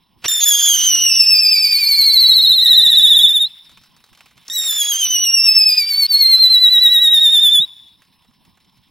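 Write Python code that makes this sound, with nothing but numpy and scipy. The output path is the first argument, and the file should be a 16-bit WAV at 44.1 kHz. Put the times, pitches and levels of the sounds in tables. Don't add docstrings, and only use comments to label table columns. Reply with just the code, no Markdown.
import sys
import numpy as np
from scipy import signal
from scipy.fft import rfft, irfft
from scipy.io import wavfile
from scipy.ndimage import uniform_filter1d

SR = 44100
rng = np.random.default_rng(int(sys.argv[2]) if len(sys.argv) > 2 else 0)


def rack_gain(trim_db):
    fader = np.asarray(trim_db, float)
    return 10 ** (fader / 20)


def master_out(mix):
    frames = np.transpose(np.atleast_2d(mix))
    ceiling = np.clip(frames, -1, 1)
    pcm = np.round(ceiling * 32767).astype(np.int16)
    wavfile.write(sys.argv[1], SR, pcm)


N = 392490

# start_s, depth_db, recovery_s, puff_db
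CHOKES = [
    [(.93, 6, .012, -48)],
    [(.445, 12, .008, -38), (.762, 6, .01, -38), (.893, 8, .01, -38), (2.553, 20, .03, -46)],
    [(5.071, 9, .008, -36), (5.775, -5, .014, -44), (6.066, 28, .03, -58), (6.36, 4, .02, -58),
     (6.49, 3, .02, -60)],
]


def evened(x):
    return x / np.sqrt(np.mean(x ** 2) + 1e-20)


def read(points, hz):
    f, value = np.transpose(points)
    return np.interp(np.log(hz + 1), np.log(f + 1), value)


def add(mix, s, sound):
    part = mix[..., round(s * SR):][..., :sound.shape[-1]]
    part += sound[..., :part.shape[-1]]


def wander(size, hz):
    return evened(signal.lfilter(*signal.butter(2, hz, fs=SR), rng.standard_normal(size)))


def resonate(x, hz, width):
    turn = np.exp(2j * np.pi * np.cumsum(hz * np.ones(len(x))) / SR)
    r = np.exp(-np.pi * width / SR)
    return 2 * (turn * signal.lfilter([1 - r], [1, -r], x / turn)).real


def noise(colour, patchy_db, flicker_db):
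    # pitch_hz, likeness (0 to 1)
    likeness = [(100, 0.36), (600, 0.41), (1400, 1), (3100, 1), (6800, 0.99), (12000, 0.33)]
    frames, hz = N // 128 + 5, np.fft.rfftfreq(512, 1 / SR)
    a, b, c, d, patches = rng.standard_normal((frames, 257, 5)).T
    patches = uniform_filter1d(patches, size=8, axis=0)
    patches = evened(uniform_filter1d(patches, size=16, axis=1))
    flicker = evened(uniform_filter1d(rng.standard_normal(frames), size=6))
    same = np.clip(read(likeness, hz), -1, 1)[:, None]
    left = a + 1j * b
    right = same * left + np.sqrt(1 - same ** 2) * (c + 1j * d)
    level_db = read(colour, hz)[:, None] + patchy_db * patches + flicker_db * flicker
    z = np.array([left, right]) * rack_gain(level_db)
    return evened(signal.istft(z, nperseg=512, noverlap=384)[1][:, :N])


def night_air():
    # pitch_hz, level_db (per Hz)
    night_colour = [(15, -45.5), (25, -11), (70, 3.5), (165, 11), (540, -15), (1030, 2.5), (1460, -34),
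                    (3560, -32.5), (7780, -45.5), (13300, -35), (15700, -54.5)]
    return rack_gain(-61) * noise(night_colour, patchy_db=2.5, flicker_db=2.0)


def gas_hiss():
    # pitch_hz, level_db (per Hz)
    jet_colour = [(180, -51.5), (300, -32), (1420, -15.5), (3900, -3.5), (4500, -15), (5300, -4),
                  (6600, -39.5), (8000, -24.5), (10000, -16), (13300, -25.5), (15700, -14)]
    # time_s, level_db
    flow = [(0.15, -86), (0.27, -70.5), (0.289, -53.5), (0.9, -48.5), (1.25, -58), (1.88, -54.5),
            (2.34, -59), (3.29, -56.5), (3.56, -73.5), (4.32, -79.5), (4.51, -70.5), (4.63, -54.5),
            (4.92, -51), (5.41, -57), (7.49, -56), (7.61, -68), (7.8, -78), (8.9, -83)]
    t = np.arange(N) / SR
    hiss_db = np.interp(t, *np.transpose(flow))
    at, depth_db, back_s, _ = max(CHOKES[2], key=lambda row: row[1])
    hiss_db = hiss_db - .3 * depth_db * np.exp(-((t - at - back_s) / back_s) ** 2)
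    return rack_gain(hiss_db + 19.5) * noise(jet_colour, patchy_db=2.5, flicker_db=2.0)


def ignition_bursts():
    # start_s, length_s, level_db, centre_hz, width_hz
    bursts = [
        (0.212, 0.068, -48, 2620, 3960),
        (0.238, 0.031, -21.5, 2513, 3300),
        (0.389, 0.071, -26.5, 3660, 1948),
        (4.48, 0.0053, -29, 5390, 1424),
    ]
    out = np.zeros(N)
    for s, length_s, db, hz, width in bursts:
        size = round(length_s * SR)
        puff = resonate(resonate(rng.standard_normal(size), hz, width), hz, width)
        add(out, s, rack_gain(db) * evened(puff) * signal.windows.tukey(size, .6))
    return out


def turns_at(t):
    # time_s, turns
    progress = [(0.2, -2.5), (0.635, -1), (0.84, 0), (1.15, 2), (1.4, 4), (1.703, 7), (2.049, 11),
                (2.343, 15), (2.757, 21), (3.153, 27), (3.6, 34), (4.43, 43), (5.115, 49), (5.67, 54),
                (6.2, 59), (6.72, 64), (7.225, 69), (7.73, 74)]
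    radius_m = .128
    grid = np.arange(0, N / SR, .002)
    turns = uniform_filter1d(np.interp(grid, *np.transpose(progress)), size=50, mode="nearest")
    per_s = uniform_filter1d(np.gradient(turns, grid), size=100, mode="nearest")
    return np.interp(t, grid, turns), 2 * np.pi * radius_m * np.interp(t, grid, per_s)


def breath(hz, restless, young):
    air = rng.standard_normal(len(hz))
    skirt = evened(resonate(resonate(air, 1.93 * hz, 640), 1.93 * hz, 700))
    sound = rack_gain(-30.0 + 8.8 * restless) * skirt
    sound += young * evened(resonate(air, hz / 2, 60))
    sound += rack_gain(12.0) * young * evened(resonate(air, 3 * hz / 2, 90))
    return sound


def tube(place, burn, chokes):
    # multiple of the pitch, level_db, throb_db (with the turn)
    upper_tones = [(3, -1, 4.5), (4, 2.5, 4.5), (5, -1, 4.5), (6, 7.5, 6.5), (7, -2, 7), (8, 8.5, 6)]
    # pitch_hz, level_db
    second_curve = [(1750, -8.5), (2050, -8.5), (2200, -12), (2340, -16), (2550, -10), (2700, -10.5),
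                    (3000, -17.5), (3600, -18)]
    # pitch_hz, level_db
    first_curve = [(1780, -36.5), (1930, -27), (2060, -36), (2200, -27), (2370, -11), (2600, -15.5),
                   (3000, -3.5), (3600, 1)]
    # pitch_hz, level_db
    upper_curve = [(1780, -30), (1900, -33.5), (2050, -36.5), (2200, -25), (2350, -26), (2600, -30),
                   (3000, -23), (3500, -7)]
    flare_s, sound_m_per_s = .062, 343
    smoulder_s, low_share, smoulder_db, rim, flare_share = place
    when, pitch_hz, flame_db, extra_db = np.transpose(burn)
    start_s, end_s = when[0] - smoulder_s, when[-1] + flare_s
    t = np.arange(start_s, end_s + 0.0097, 1 / SR)

    speaks = np.clip((t - when[0]) / .003 + 1, 0, 1)
    flare = np.clip((t - when[-1]) / flare_s, 0, 1)
    deep_hz = 1 / np.interp(t, when, 1 / pitch_hz)
    centre_hz = deep_hz * (low_share + (1 - low_share) * speaks) * (1 + flare_share * flare)
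    level_db = np.interp(t, when, flame_db) + read(second_curve, deep_hz)
    level_db = level_db - 110 * flare_share * flare ** 3
    level_db = level_db + (1 - speaks) * (smoulder_db - 200 * (when[0] - t))
    first_db = np.interp(t, when, extra_db) + read(first_curve, deep_hz)
    first_db = first_db - 14 * (1 - speaks) - 9 * flare
    upper_db = read(upper_curve, deep_hz) - 12 * (1 - speaks) - 13 * flare

    turns, speed = turns_at(t)
    spin = 2 * np.pi * (turns - rim)
    swing = speed / sound_m_per_s * np.clip((t - .42) / .1, 0, 1)
    swing = swing * np.clip((t - start_s - .04) / .02, 0, 1)
    hz = centre_hz * (1 + swing * np.cos(spin))

    restless = np.exp(-((centre_hz - 2500) / 330) ** 2)
    short = np.clip((centre_hz - 2000) / 500, 0, 1)
    fast_shake = (.002 + .005 * restless) * wander(len(t), 80)
    slow_shake = (.002 + .004 * short) * wander(len(t), 18)
    hz = hz * (1 + fast_shake + slow_shake)
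    for at, depth_db, back_s, _ in chokes:
        late = t - at
        after = late > 0
        level_db = level_db - depth_db * np.clip(late / 0.001, 0, 1) * np.exp(-(np.abs(late) / back_s) ** 2)
        first_drop_db = np.clip(3 * depth_db, 0, 13)
        first_db = first_db - first_drop_db * after * np.exp(-(late / (2.6 * back_s)) ** 2)
        dip = .07 * np.tanh(depth_db / 6) * (back_s < .02)
        hz = hz * (1 - dip * after * np.exp(-np.abs(late) / .008))
        if depth_db > 25:
            hz = hz * (1 + .09 * after * np.exp(-np.abs(late) / .05))
    phase = 2 * np.pi * np.cumsum(hz) / SR
    level_db = level_db - 2.0 - 2500 * np.maximum(t - end_s, 0)

    facing = np.sin(spin - .3)
    shadow_db = -6 * np.exp(5 * (np.cos(spin + 1.2) - 1))
    sides = np.array([[1], [-1]]) * np.sin(spin + .6)
    flutter_db = (1.3 + .8 * short + 1.2 * restless) * wander(len(t), 45)
    sound = -rack_gain(shadow_db + flutter_db + .7 * sides) * np.cos(2 * phase)
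    sound += rack_gain(first_db + 2.3 * facing + 2.0 * wander(len(t), 57)) * np.cos(phase)
    for k, db, throb_db in upper_tones:
        under_top = np.clip((16500 - k * hz) / 500, 0, 1)
        odd_db = round(k) % 2 * 0.55 * (first_db - upper_db - 10.0)
        mode_db = upper_db + odd_db + db + throb_db * facing + 3.7 * wander(len(t), 91) + 1.0 * sides
        mode_db = mode_db - 3.0 * np.maximum(k * hz - 12500, 0) / 1000
        sound += under_top * rack_gain(mode_db) * np.cos(round(k) * phase + .7 * wander(len(t), 150))
    young = rack_gain(first_db - 24 - 39 * (t - start_s) ** 2)
    sound += breath(hz, restless, young)
    fade_in = np.minimum((t - start_s) / 0.008, 1)
    return start_s, np.sqrt(2) * rack_gain(level_db) * sound * fade_in


def choke_puffs():
    out = np.zeros(N)
    t = np.arange(2000) / SR
    for s, _, _, db in [row for table in CHOKES for row in table]:
        puff = evened(resonate(rng.standard_normal(2000), 3600, 3500))
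        add(out, s, rack_gain(db - 60 * t / 0.011) * puff)
    return out


def ember_spits():
    # start_s, peak_db, centre_hz
    spits = [(3.6938, -36, 3480), (3.7157, -40, 3540), (3.7731, -34.5, 2630), (3.814, -44.5, 3190),
             (3.8365, -40.5, 5010), (3.8589, -46, 5030), (3.9647, -40, 4180), (4.0036, -45.5, 2670),
             (4.04, -37, 4180), (4.0635, -45, 3730), (4.0894, -45.5, 2760), (4.1298, -38, 2690),
             (4.1737, -38.5, 3280), (4.2066, -32.5, 2390), (4.2585, -35.5, 2430), (4.3119, -42, 1040),
             (4.3772, -37, 2450), (4.4511, -44, 2910), (4.484, -29, 5500), (8.02, -40, 2570),
             (8.051, -50, 3630), (8.221, -53.5, 3100), (8.247, -46.5, 802), (8.31, -52.5, 1087),
             (8.451, -44, 2754), (8.573, -44, 1067), (8.772, -49.5, 2970), (8.817, -56.5, 3400)]
    out = np.zeros(N)
    fade_db = -60 * np.arange(2000) / SR / .06
    grits = rng.standard_normal((len(spits), 2000))
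    for (s, db, hz), grit in zip(spits, grits):
        body = evened(resonate(grit, hz, 1300) + resonate(grit, 1300, 690))
        add(out, s, rack_gain(db - 9.0 + fade_db) * body)
        add(out, s, rack_gain(db - 19 + 9.1 * fade_db) * grit)
    embers = (rng.random(N) < 45 / SR) * rack_gain(-60.5 + 3.5 * np.minimum(rng.exponential(1, N), 4))
    glowing = np.interp(np.arange(N) / SR, [3.45, 3.5, 4.5, 7.7], [0, 1, 1, .35])
    crackle = rack_gain(fade_db) * evened(resonate(grits[-1], 3250, 1400))
    return out + signal.oaconvolve(embers * glowing, crackle)[:N]


def spent_tube_pops():
    # start_s, peak_db, pitch_hz, fade_s (to fall 60 dB)
    pops = [
        (7.597, -25.5, 152.1, 0.052),
        (7.608, -42.5, 298, 0.13),
    ]
    out = np.zeros(N)
    t = np.arange(5000) / SR
    for s, db, hz, fade_s in pops:
        attack = np.minimum(t / 0.0034, 1)
        add(out, s, rack_gain(db - 60 * t / fade_s) * np.sin(2 * np.pi * hz * t) * attack)
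    return out


def yard(x):
    t = np.arange(SR) / SR
    fade = rack_gain(-10 * t - 140 * np.maximum(t - .29, 0))
    taps = rng.standard_normal((2, SR)) * (t > .015) * fade
    taps = taps[0] + .5 * taps
    return signal.fftconvolve(x[None], taps / np.linalg.norm(taps[0]), axes=1)[:, :N]


def scene():
    # smoulder_s, smoulder pitch share, smoulder_db, place on the rim (turns), last flare pitch share
    tubes = [
        (.033, .78, -4, 0, .1),
        (.047, .945, 5, .27, .02),
        (.025, .72, -16, 0, .1),
    ]
    # time_s, pitch_hz, flame_db, first tone extra_db
    burns = [
        [(.283, 3626, 5.5, -2), (.448, 3540, -10, 3.5), (.63, 3400, 2, 0.5), (.84, 3130, 2.5, -1),
         (1.15, 2855, -2.5, 0), (1.4, 2630, -2, -1.5), (1.97, 2286, -1.5, 6), (2.55, 2037, -0.5, -4.5),
         (3.41, 1799, -1, -6)],
        [(.447, 3500, 5, 0.5), (.56, 3260, 2.5, -1.5), (1.04, 2835, 1, 3), (1.2, 2630, 0, -3.5),
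         (1.72, 2296, 1.5, -1.5), (2.22, 2030, 1.5, -2.5), (2.55, 1890, -1.5, -22), (2.63, 1912, 0.5, 3.5),
         (3.23, 1751, -0.5, -0.5)],
        [(4.5, 3700, -16.5, 9.5), (4.56, 3850, -5.5, 2), (5.1, 3000, 1.5, 1.5), (5.69, 2525, 3, -3.5),
         (5.9, 2297, 0, -2), (6.3, 2095, 4, 4.5), (6.62, 1977, 1.5, -1.5), (7.02, 1918, 2, 2.5),
         (7.585, 1739, 1, -4)],
    ]
    wheel = np.tile(ignition_bursts() + choke_puffs() + ember_spits() + spent_tube_pops(), (2, 1))
    for place, burn, chokes in zip(tubes, burns, CHOKES):
        start_s, whistle = tube(place, burn, chokes)
        add(wheel, start_s, whistle)
    near = wheel + gas_hiss()
    dull = signal.lfilter(*signal.butter(1, 11000, fs=SR), near.mean(0))
    return near + rack_gain(-29.5) * yard(dull) + night_air()


def thinned(pair, under_db, slope_db):
    hz, _, z = signal.stft(pair, SR, nperseg=1024)
    bands = abs(z.mean(0)[:512]).reshape(-1, 8, z.shape[-1]).max(axis=1)
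    bands = uniform_filter1d(bands, size=3, axis=1)
    level_db = 20 * np.log10(bands + 1e-9)
    fall_db = slope_db * np.log2(hz[4:512:8])[:, None]
    shadow_db = np.maximum.accumulate(level_db + fall_db, axis=0) - fall_db - under_db
    keep = np.repeat(level_db > shadow_db, 8, axis=0)
    return signal.istft(z * np.vstack([keep, keep[-1:]]), SR, nperseg=1024)[1][:, :N]


def low_pass(x):
    return signal.sosfilt(signal.butter(12, 15820, fs=SR, output="sos"), x)


def record(dry):
    # pitch_hz, left over right level_db
    balance = [(300, -2.5), (2400, -2.55), (4400, 0.3), (7000, -2), (12000, -1.4)]
    z, hz = rfft(dry, axis=1), np.fft.rfftfreq(N, 1 / SR)
    lean = read(balance, hz) / 2
    lag = np.exp(1j * .5 * np.exp(-(np.log(hz / 6800 + 1e-9) / 0.42) ** 2))
    z = z * (hz < 15800)
    pair = irfft(z * [rack_gain(lean) * lag, rack_gain(-lean) / lag], N, axis=1)
    bass = signal.butter(3, [75, 520], "band", fs=SR, output="sos")
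    beats = signal.sosfilt(bass, pair ** 2)
    beats = np.array([.078 * beats[0], .045 * np.roll(beats[1], 44)])
    heard = thinned(np.clip(pair + beats, -1, 1), under_db=33.5, slope_db=17)
    return low_pass(heard)


dry = scene()
out = record(dry)
master_out(out)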